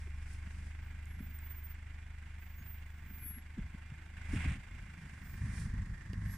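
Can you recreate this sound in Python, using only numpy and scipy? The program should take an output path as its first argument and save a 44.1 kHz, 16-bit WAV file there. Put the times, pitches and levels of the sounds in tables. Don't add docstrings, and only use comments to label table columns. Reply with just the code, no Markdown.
import sys
import numpy as np
from scipy import signal
from scipy.fft import rfft, irfft, next_fast_len
from scipy.io import wavfile
from scipy.ndimage import map_coordinates

SR = 44100
rng = np.random.default_rng(int(sys.argv[2]) if len(sys.argv) > 2 else 0)


def wrap_up_sound(samples):
    columns = np.atleast_2d(samples).T
    tamed = np.clip(columns, -1, 1)
    steps = np.round(tamed * 32767).astype(np.int16)
    wavfile.write(sys.argv[1], SR, steps)


N = 280917

DISC_LOW_HZ, DISC_MID_HZ, DISC_HIGH_HZ = 11293, 11610, 14697


def amp(db):
    return 10 ** (np.asarray(db) / 20)


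def unit(x):
    return x / np.sqrt(np.mean(x ** 2) + 1e-20)


def along(points, hz):
    f, v = np.transpose(points)
    return np.interp(np.log(hz + 1), np.log(f + 1), v)


def sides(points, hz):
    f, *ears = np.transpose(points)
    return np.array([np.interp(np.log(hz + 1), np.log(f + 1), v) for v in ears])


def curves(rows):
    s, *cols = np.transpose(rows)
    return [np.interp(np.arange(N) / SR, s, c) for c in cols]


def wobble(rate):
    knots = rng.standard_normal(int(N * rate / SR) + 4)
    return map_coordinates(knots, [np.arange(N) * rate / SR])


def swell(middle, length, steep):
    return np.exp(-np.abs(2 * (np.arange(N) / SR - middle) / length) ** steep / 2)


def filtered(x, response):
    size = next_fast_len(x.shape[-1] + SR // 4)
    spectrum = rfft(x, size) * response(np.fft.rfftfreq(size, 1 / SR))
    return irfft(spectrum, size)[..., :x.shape[-1]]


def hump(hz, centre, octaves):
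    return 1 / (1 + (np.log2((hz + 1) / centre) / octaves) ** 2)


def add(track, s, sound):
    part = track[..., round(s * SR):][..., :sound.shape[-1]]
    part += sound[..., :part.shape[-1]]


def together(gains):
    return np.sqrt(sum(gain ** 2 for gain in gains))


def panned(pan_db):
    gains = amp(np.outer([.5, -.5], pan_db))
    return gains / np.sqrt(np.mean(gains ** 2, axis=0))


def spread(pair, colour_db):
    # (frequency [Hz], correlation [0-1])
    likeness = [(100, .99), (300, .85), (640, .6), (1500, .8), (3000, .7), (5000, .25), (9000, .1)]

    def angle(hz):
        return np.arccos(np.clip(along(likeness, hz), -1, 1)) / 2

    mid, side = filtered(pair, lambda hz: np.array([np.cos(angle(hz)), np.sin(angle(hz))]))
    ears = np.array([mid + side, mid - side])
    out = filtered(ears, lambda hz: amp(colour_db(hz)))
    return out / np.std(out.mean(axis=0))


def grains(rate, scatter_db):
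    hit = rng.random((2, N)) < rate / SR
    size = rng.standard_normal((2, N)) * amp(scatter_db * rng.standard_normal((2, N)))
    return unit(hit * size)


def background_hiss(level_db=-81.5):
    return amp(level_db) * rng.standard_normal((2, N))


def squeak(warble=0.022):
    pitch = 6560 * (1 + warble * wobble(150))
    level = amp(-73 + 4.4 * wobble(120.2))
    shape = swell(middle=2.606, length=0.055, steep=6)
    return level * shape * np.sin(2 * np.pi * np.cumsum(pitch) / SR)


def brakes(steep=1.9):
    # (middle [s], length [s], disc mode [Hz], level [dB], left minus right [dB])
    squeals = [(.87, .07, DISC_HIGH_HZ, -75, -20), (1.045, .07, DISC_HIGH_HZ, -81, -17),
               (1.117, 0.064, DISC_LOW_HZ, -70.5, -15), (1.21, 0.031, DISC_LOW_HZ, -66, -16),
               (1.244, 0.037, DISC_HIGH_HZ, -57.5, -21), (1.305, 0.018, DISC_HIGH_HZ, -60, -17),
               (1.356, 0.031, DISC_HIGH_HZ, -54.5, -17), (1.419, 0.026, DISC_HIGH_HZ, -61, -16),
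               (1.457, 0.029, DISC_HIGH_HZ, -54, -17), (1.515, 0.024, DISC_HIGH_HZ, -48.5, -18),
               (1.576, 0.039, DISC_HIGH_HZ, -55, -10), (1.651, 0.024, DISC_HIGH_HZ, -50.5, -15),
               (1.708, 0.029, DISC_HIGH_HZ, -56, -8), (2.432, 0.046, DISC_HIGH_HZ, -65, -17),
               (2.51, 0.041, DISC_HIGH_HZ, -66, -8), (2.578, 0.037, DISC_HIGH_HZ, -60, -9),
               (2.701, 0.074, DISC_HIGH_HZ, -52.5, -13), (2.92, .2, DISC_HIGH_HZ, -79, -8),
               (3.158, 0.088, DISC_HIGH_HZ, -55, -18), (3.275, 0.05, DISC_HIGH_HZ, -55, -16),
               (3.277, 0.087, DISC_LOW_HZ, -48, 15), (3.373, 0.036, DISC_LOW_HZ, -60, 5),
               (5.305, 0.084, DISC_HIGH_HZ, -62.5, -15), (6.324, 0.056, DISC_MID_HZ, -59.5, -18)]
    drift, flutter_db = .0006, 1.5
    clock = np.cumsum(1 + drift * wobble(50)) / SR
    tones = np.zeros((2, N))
    for s, length, hz, db, pan_db in squeals:
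        tone = swell(s, length, steep) * np.sin(2 * np.pi * hz * clock)
        tones += amp(db) * panned(pan_db) * tone
    return np.sqrt(2) * amp(flutter_db * np.minimum(wobble(45), 1)) * tones


def ticks(t60=0.011):
    # (time [s], level [dB], centre [Hz], resonance width [octaves])
    snaps = [(.3344, -53, 8500, 0.53), (1.056, -53.5, 7450, 0.49), (1.388, -46.5, 8900, 0.19),
             (6.132, -41, 2553, 0.99)]
    out, t = np.zeros((2, N)), np.arange(SR // 20) / SR
    rise_s, unlike = .0006, .7
    envelope = (1 - np.exp(-t / rise_s)) * amp(-60 * t / t60)
    for s, db, centre, octaves in snaps:
        noise = rng.standard_normal(len(t)) + unlike * rng.standard_normal((2, len(t)))
        burst = unit(filtered(noise, lambda hz: hump(hz, centre, octaves) ** 1.4))
        add(out, s, amp(db) * burst * envelope)
    return out * panned(pan_db=-7)


def slush(throttle):
    # (peak time [s], rise time [s], level [dB], left minus right [dB])
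    spurts = [(.01, .05, -67, 6), (.335, 0.097, -66.5, 7), (.52, .05, -74, 8), (0.674, 0.29, -70.5, 8),
              (4.345, 0.034, -61, -3), (5.45, 0.36, -69.5, 2), (5.605, 0.1, -58.5, -4.5),
              (6.352, 0.073, -63, -2)]
    # (frequency [Hz], left level [dB], right level [dB])
    hiss = [(1800, -30, -30), (3300, -9, -11), (4800, -1, -3), (5500, -1, 1), (6500, -3, -3), (8000, -1, 0),
            (9300, -2, 4), (10300, -10, -4), (11500, -17, -17), (15000, -19, -17)]
    release_s = 0.043
    t = np.arange(N) / SR
    gains = [amp(-81.5 + 12.5 * throttle) * panned(pan_db=7.5)]
    for s, rise, db, pan_db in spurts:
        shape = np.exp(-np.maximum((s - t) / rise, (t - s) / release_s))
        gains.append(amp(db) * panned(pan_db) * shape)
    fizz = rng.standard_normal((2, N)) + 0.37 * grains(rate=2700, scatter_db=5.0)
    return together(gains) * amp(wobble(40)) * spread(fizz, lambda hz: sides(hiss, hz))


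def thumps(sag_per_s=5):
    # (middle [s], level [dB], pitch at the middle [Hz], length scale [s])
    packets = [(0.077, -54.5, 380, 0.0099), (.474, -43, 170, .009), (1.207, -37.5, 200, 0.0061),
               (3.11, -52, 221.8, .011), (3.261, -50, 230, 0.0064), (3.309, -44, 175, 0.0054),
               (3.378, -46.5, 224, .012), (3.582, -38, 248, .008), (3.591, -33.5, 180, 0.0076),
               (3.749, -36.5, 166, 0.007), (3.923, -36.5, 132, 0.0078), (4.338, -30.5, 248, 0.0082),
               (4.365, -24, 125, 0.0081), (4.46, -33.5, 206, 0.007), (4.488, -31.5, 72, 0.057),
               (5.443, -35, 136, 0.015), (5.505, -34.5, 90, .008), (5.741, -30, 137, 0.0068),
               (5.803, -30, 75, .022), (6.134, -37, 240, 0.0021)]
    out, t = np.zeros(N), np.arange(-SR // 16, SR // 16) / SR
    crumble = .15
    for s, db, hz, length in packets:
        cycles = np.cumsum(hz * np.exp(-sag_per_s * t)) / SR
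        phase = 2 * np.pi * (cycles - cycles[len(t) // 2])
        thump = np.sin(phase) / np.cosh(3.02 * t / length)
        crumbs = unit(filtered(rng.standard_normal(len(t)), lambda f: hump(f, hz, 0.74) ** 2))
        late_crumbs = crumbs / np.cosh(t / length - .5)
        add(out, s + t[0], amp(db) * (thump + crumble * late_crumbs))
    return out


def packing_snow(throttle, steep=2.3):
    # (middle [s], length [s], crunch level [dB], rumble level [dB])
    ridges = [(0.31, 0.16, -60.5, -55), (0.605, 0.12, -58.5, -63), (1.227, 0.18, -54.5, -58),
              (2.62, 0.069, -60, -56), (3.17, 0.27, -57, -58), (3.627, 0.073, -59, -43),
              (4.35, 0.085, -45, -40.5), (4.501, 0.13, -44.5, -38), (4.78, 0.15, -68, -47),
              (5.104, 0.28, -53.5, -67), (5.5, 0.37, -53.5, -49), (5.835, 0.28, -63, -42),
              (6.25, 0.17, -51.5, -45.5)]
    # (frequency [Hz], relative level [dB])
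    snow_body = [(20, -27), (45, -8), (110, 1), (180, 0.5), (240, -7.5), (320, -19), (450, -41), (900, -59),
                 (2000, -120)]
    rumble_body = [(10, -49), (28, -5.5), (85, -10.5), (130, -19.5), (250, -35.5), (700, -99)]
    packing, heave = [amp(-66 + 22.5 * throttle)], [amp(-63)]
    for s, length, crunch_db, rumble_db in ridges:
        shape = swell(s, length, steep)
        packing.append(shape * amp(crunch_db))
        heave.append(shape * amp(rumble_db))
    collapses = grains(rate=700, scatter_db=0.5)[0]
    crunch = filtered(collapses, lambda hz: amp(along(snow_body, hz)))
    rumble = filtered(rng.standard_normal(N), lambda hz: amp(along(rumble_body, hz)))
    return together(packing) * unit(crunch) + together(heave) * unit(rumble)


def bite(steep=6, pan_db=-3):
    # (frequency [Hz], relative level [dB])
    crunch = [(300, -20), (700, -4), (1300, -10), (2100, 7), (3300, -3.5), (4500, -21), (6500, -17.5),
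              (9200, -7.5), (10300, -41), (15000, -36)]
    cracks = spread(grains(rate=1000, scatter_db=2), lambda hz: along(crunch, hz))
    return amp(-53.5) * swell(middle=4.44, length=.22, steep=steep) * panned(pan_db) * cracks


def injectors(turns, throttle, level_db=-88.5, throttle_db=15):
    from_firing = (turns + .5) % 1 - .5
    tick = np.exp(-(from_firing / .06) ** 2) * rng.standard_normal((2, N))
    # (frequency [Hz], relative level [dB])
    colour = [(3000, -25), (6000, -2), (9000, 0), (10500, -16), (15000, -28)]
    return amp(level_db + throttle_db * throttle) * spread(tick, lambda hz: along(colour, hz))


def knocking():
    # (time [s], level over the clatter [dB])
    knocks = [(0.506, 9.5), (4.169, 11), (4.937, 5), (5.095, 7), (6.009, 8)]
    decay_s = 0.0036
    gain, t = np.ones(N), np.arange(SR // 20) / SR
    for s, db in knocks:
        add(gain, s, (amp(db) - 1) * np.exp(-t / decay_s))
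    return gain


def bay_db(hz):
    # (frequency [Hz], left level [dB], right level [dB])
    engine_noise = [(103, -1, -1.5), (343, -1.5, -5), (454, -15, -9), (710, -11, -5.5), (1010, -7, -4),
                    (1255, -9.5, -3.5), (1570, 3.5, 2.5), (2110, -10, 1), (2790, -14.5, -2),
                    (3130, -6.5, -14.5), (3730, -20.5, -9.5), (8930, -42.5, -23), (9900, -47, -57),
                    (11200, -44, -34), (14900, -33, -29)]
    # (centre [Hz], width [Hz], left lift [dB], right lift [dB])
    resonances = [(752.5, 21, -4, 8.5), (902, 19, 4, 8), (1073, 8.3, 12, 7.5), (1858, 63, -12, 4.5),
                  (2037, 30, -3, 9), (2149, 172, 14, 2), (2386, 14, 11.5, 9.5), (2500, 290, -1, -0.5),
                  (2785, 14, -7, 7.5), (3420, 32, 11.5, 6), (4650, 320, 18.5, -46), (5660, 120, 24, -5),
                  (7540, 700, -14, 9), (9060, 270, -4, 15.5)]
    level_db = sides(engine_noise, hz)
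    for centre, width, *lifts in resonances:
        level_db = level_db + np.outer(lifts, 1 / (1 + (2 * (hz - centre) / width) ** 2))
    return level_db


def clatter(turns, throttle, rasp_db=-1, idle_rasp=0.29):
    # (time [s], share of the side-on colour [0-1])
    turn = [(4.8, 0.02), (5.7, 0.82)]
    # (frequency [Hz], gain [dB])
    side_on = [(500, 0), (800, -6.5), (1130, 1.5), (1500, -5.5), (1850, 5.5), (2200, -9), (3200, -9),
               (5000, 0.5), (10000, -7)]
    past = np.clip(curves(turn)[0], 0, 1)
    throb_db, uneven_db = 5.8, .6
    lead, rise = .33, .33
    cycle = (turns + lead) % 1
    stroke = np.minimum(cycle / rise, (1 - cycle) / (1 - rise))
    beat = unit(amp(throb_db * stroke + uneven_db * (wobble(70) + wobble(18))))
    impacts = rng.standard_normal((2, N)) + 0.46 * grains(rate=1500, scatter_db=2.0)
    front = spread(beat * knocking() * impacts, bay_db)
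    flank = filtered(front, lambda hz: amp(along(side_on, hz)))
    rasp_gain = idle_rasp + amp(rasp_db) * throttle ** 2
    rasp = rasp_gain * filtered(front, lambda hz: hump(hz, 2320, 0.23))
    level = amp(-63 + 15.5 * throttle)
    return level * ((1 - past) * (front + rasp) + past * flank)


def labour(turns, push_hz=85, halfway_db=-3.0, ring_hz=170, ring_db=-2.3, ring_t60=0.082, steep=5):
    # (middle [s], length [s], level [dB])
    spells = [(5.36, .06, -41), (5.468, 0.093, -32), (5.613, 0.16, -35), (5.782, 0.098, -34.5),
              (5.918, 0.033, -34), (6.103, 0.075, -36.5), (6.22, 0.14, -31.5), (6.322, 0.043, -36.5)]
    strength = together(amp(db) * swell(s, length, steep) for s, length, db in spells)
    out, t = np.zeros(N), np.arange(-SR // 50, SR // 12) / SR
    u = (np.pi * push_hz * t) ** 2
    push = (2 * u - 1) * np.exp(-u)
    rise_s, jitter_s, scatter_db, detune = .006, .0012, 2, .09
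    after = np.maximum(t, 0)
    boom = amp(ring_db - 60 * after / ring_t60) * (1 - np.exp(-(after / rise_s) ** 2))
    half_turns = np.floor(2 * turns)
    is_stroke = np.diff(half_turns, prepend=0) > 0
    strokes = np.flatnonzero(is_stroke & (strength > strength.max() / 100))
    for i, (late, size, tune) in zip(strokes, rng.standard_normal((len(strokes), 3))):
        db = halfway_db * (half_turns[i] % 2) + scatter_db * size
        ring = boom * np.sin(2 * np.pi * ring_hz * np.exp(detune * tune) * t)
        add(out, i / SR + t[0] + jitter_s * late, strength[i] * amp(db) * (push + ring))
    return out


def exhaust(turns, throttle, flutter_db=0.44):
    # (multiple of the firing rate, relative level [dB])
    harmonics = [(1, -3.5), (2, -6), (3, 2), (4, -9), (5, -37), (6, -23), (7, -30), (8, -49), (9, -34)]
    load_lag_s = 0.37
    keep = np.exp(-1 / (load_lag_s * SR))
    load = throttle[0] + signal.lfilter([1 - keep], [1, -keep], throttle - throttle[0])
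    fade_db_per_s = 1.75
    throttle_db, surge_db = 4, 15.5
    hum_db = -47 - fade_db_per_s * np.arange(N) / SR + throttle_db * throttle + surge_db * (throttle - load)
    tone = np.zeros(N)
    for k, db in harmonics:
        level = amp(db + flutter_db * np.sqrt(k) * wobble(19))
        tone += level * np.cos(2 * np.pi * k * turns)
    return -np.sqrt(2) * amp(hum_db) * tone


def scene():
    # (time [s], firing rate [1/s])
    speed = [(0.0, 24.43), (0.5, 24.86), (1.2, 25.07), (2.0, 25.12), (3.0, 25.0), (4.0, 25.15),
             (4.25, 26.09), (4.5, 26.2), (4.8, 26.59), (5.1, 24.97), (5.6, 24.85), (6.37, 25.19)]
    # (time [s], throttle [0-1])
    foot = [(0, 0.13), (.4, 0.14), (.9, 0.12), (2.2, 0.05), (4.12, 0.07), (4.33, 0.65), (4.44, 0.95),
            (4.535, 0.63), (4.585, 0.2), (5.3, 0.27), (5.58, 0.61), (6.0, 0.31), (6.37, 0.4)]
    firing_rate, = curves(speed)
    throttle = np.clip(curves(foot)[0], 0, 1)
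    turns = np.cumsum(firing_rate) / SR + .44
    tyres = ticks() + slush(throttle) + packing_snow(throttle) + bite()
    engine = injectors(turns, throttle) + clatter(turns, throttle) + labour(turns) + exhaust(turns, throttle)
    return background_hiss() + squeak() + brakes() + tyres + thumps() + engine


def record(dry):
    top_hz = 15400
    return filtered(dry, lambda hz: hz < top_hz)


dry = scene()
out = record(dry)
wrap_up_sound(out)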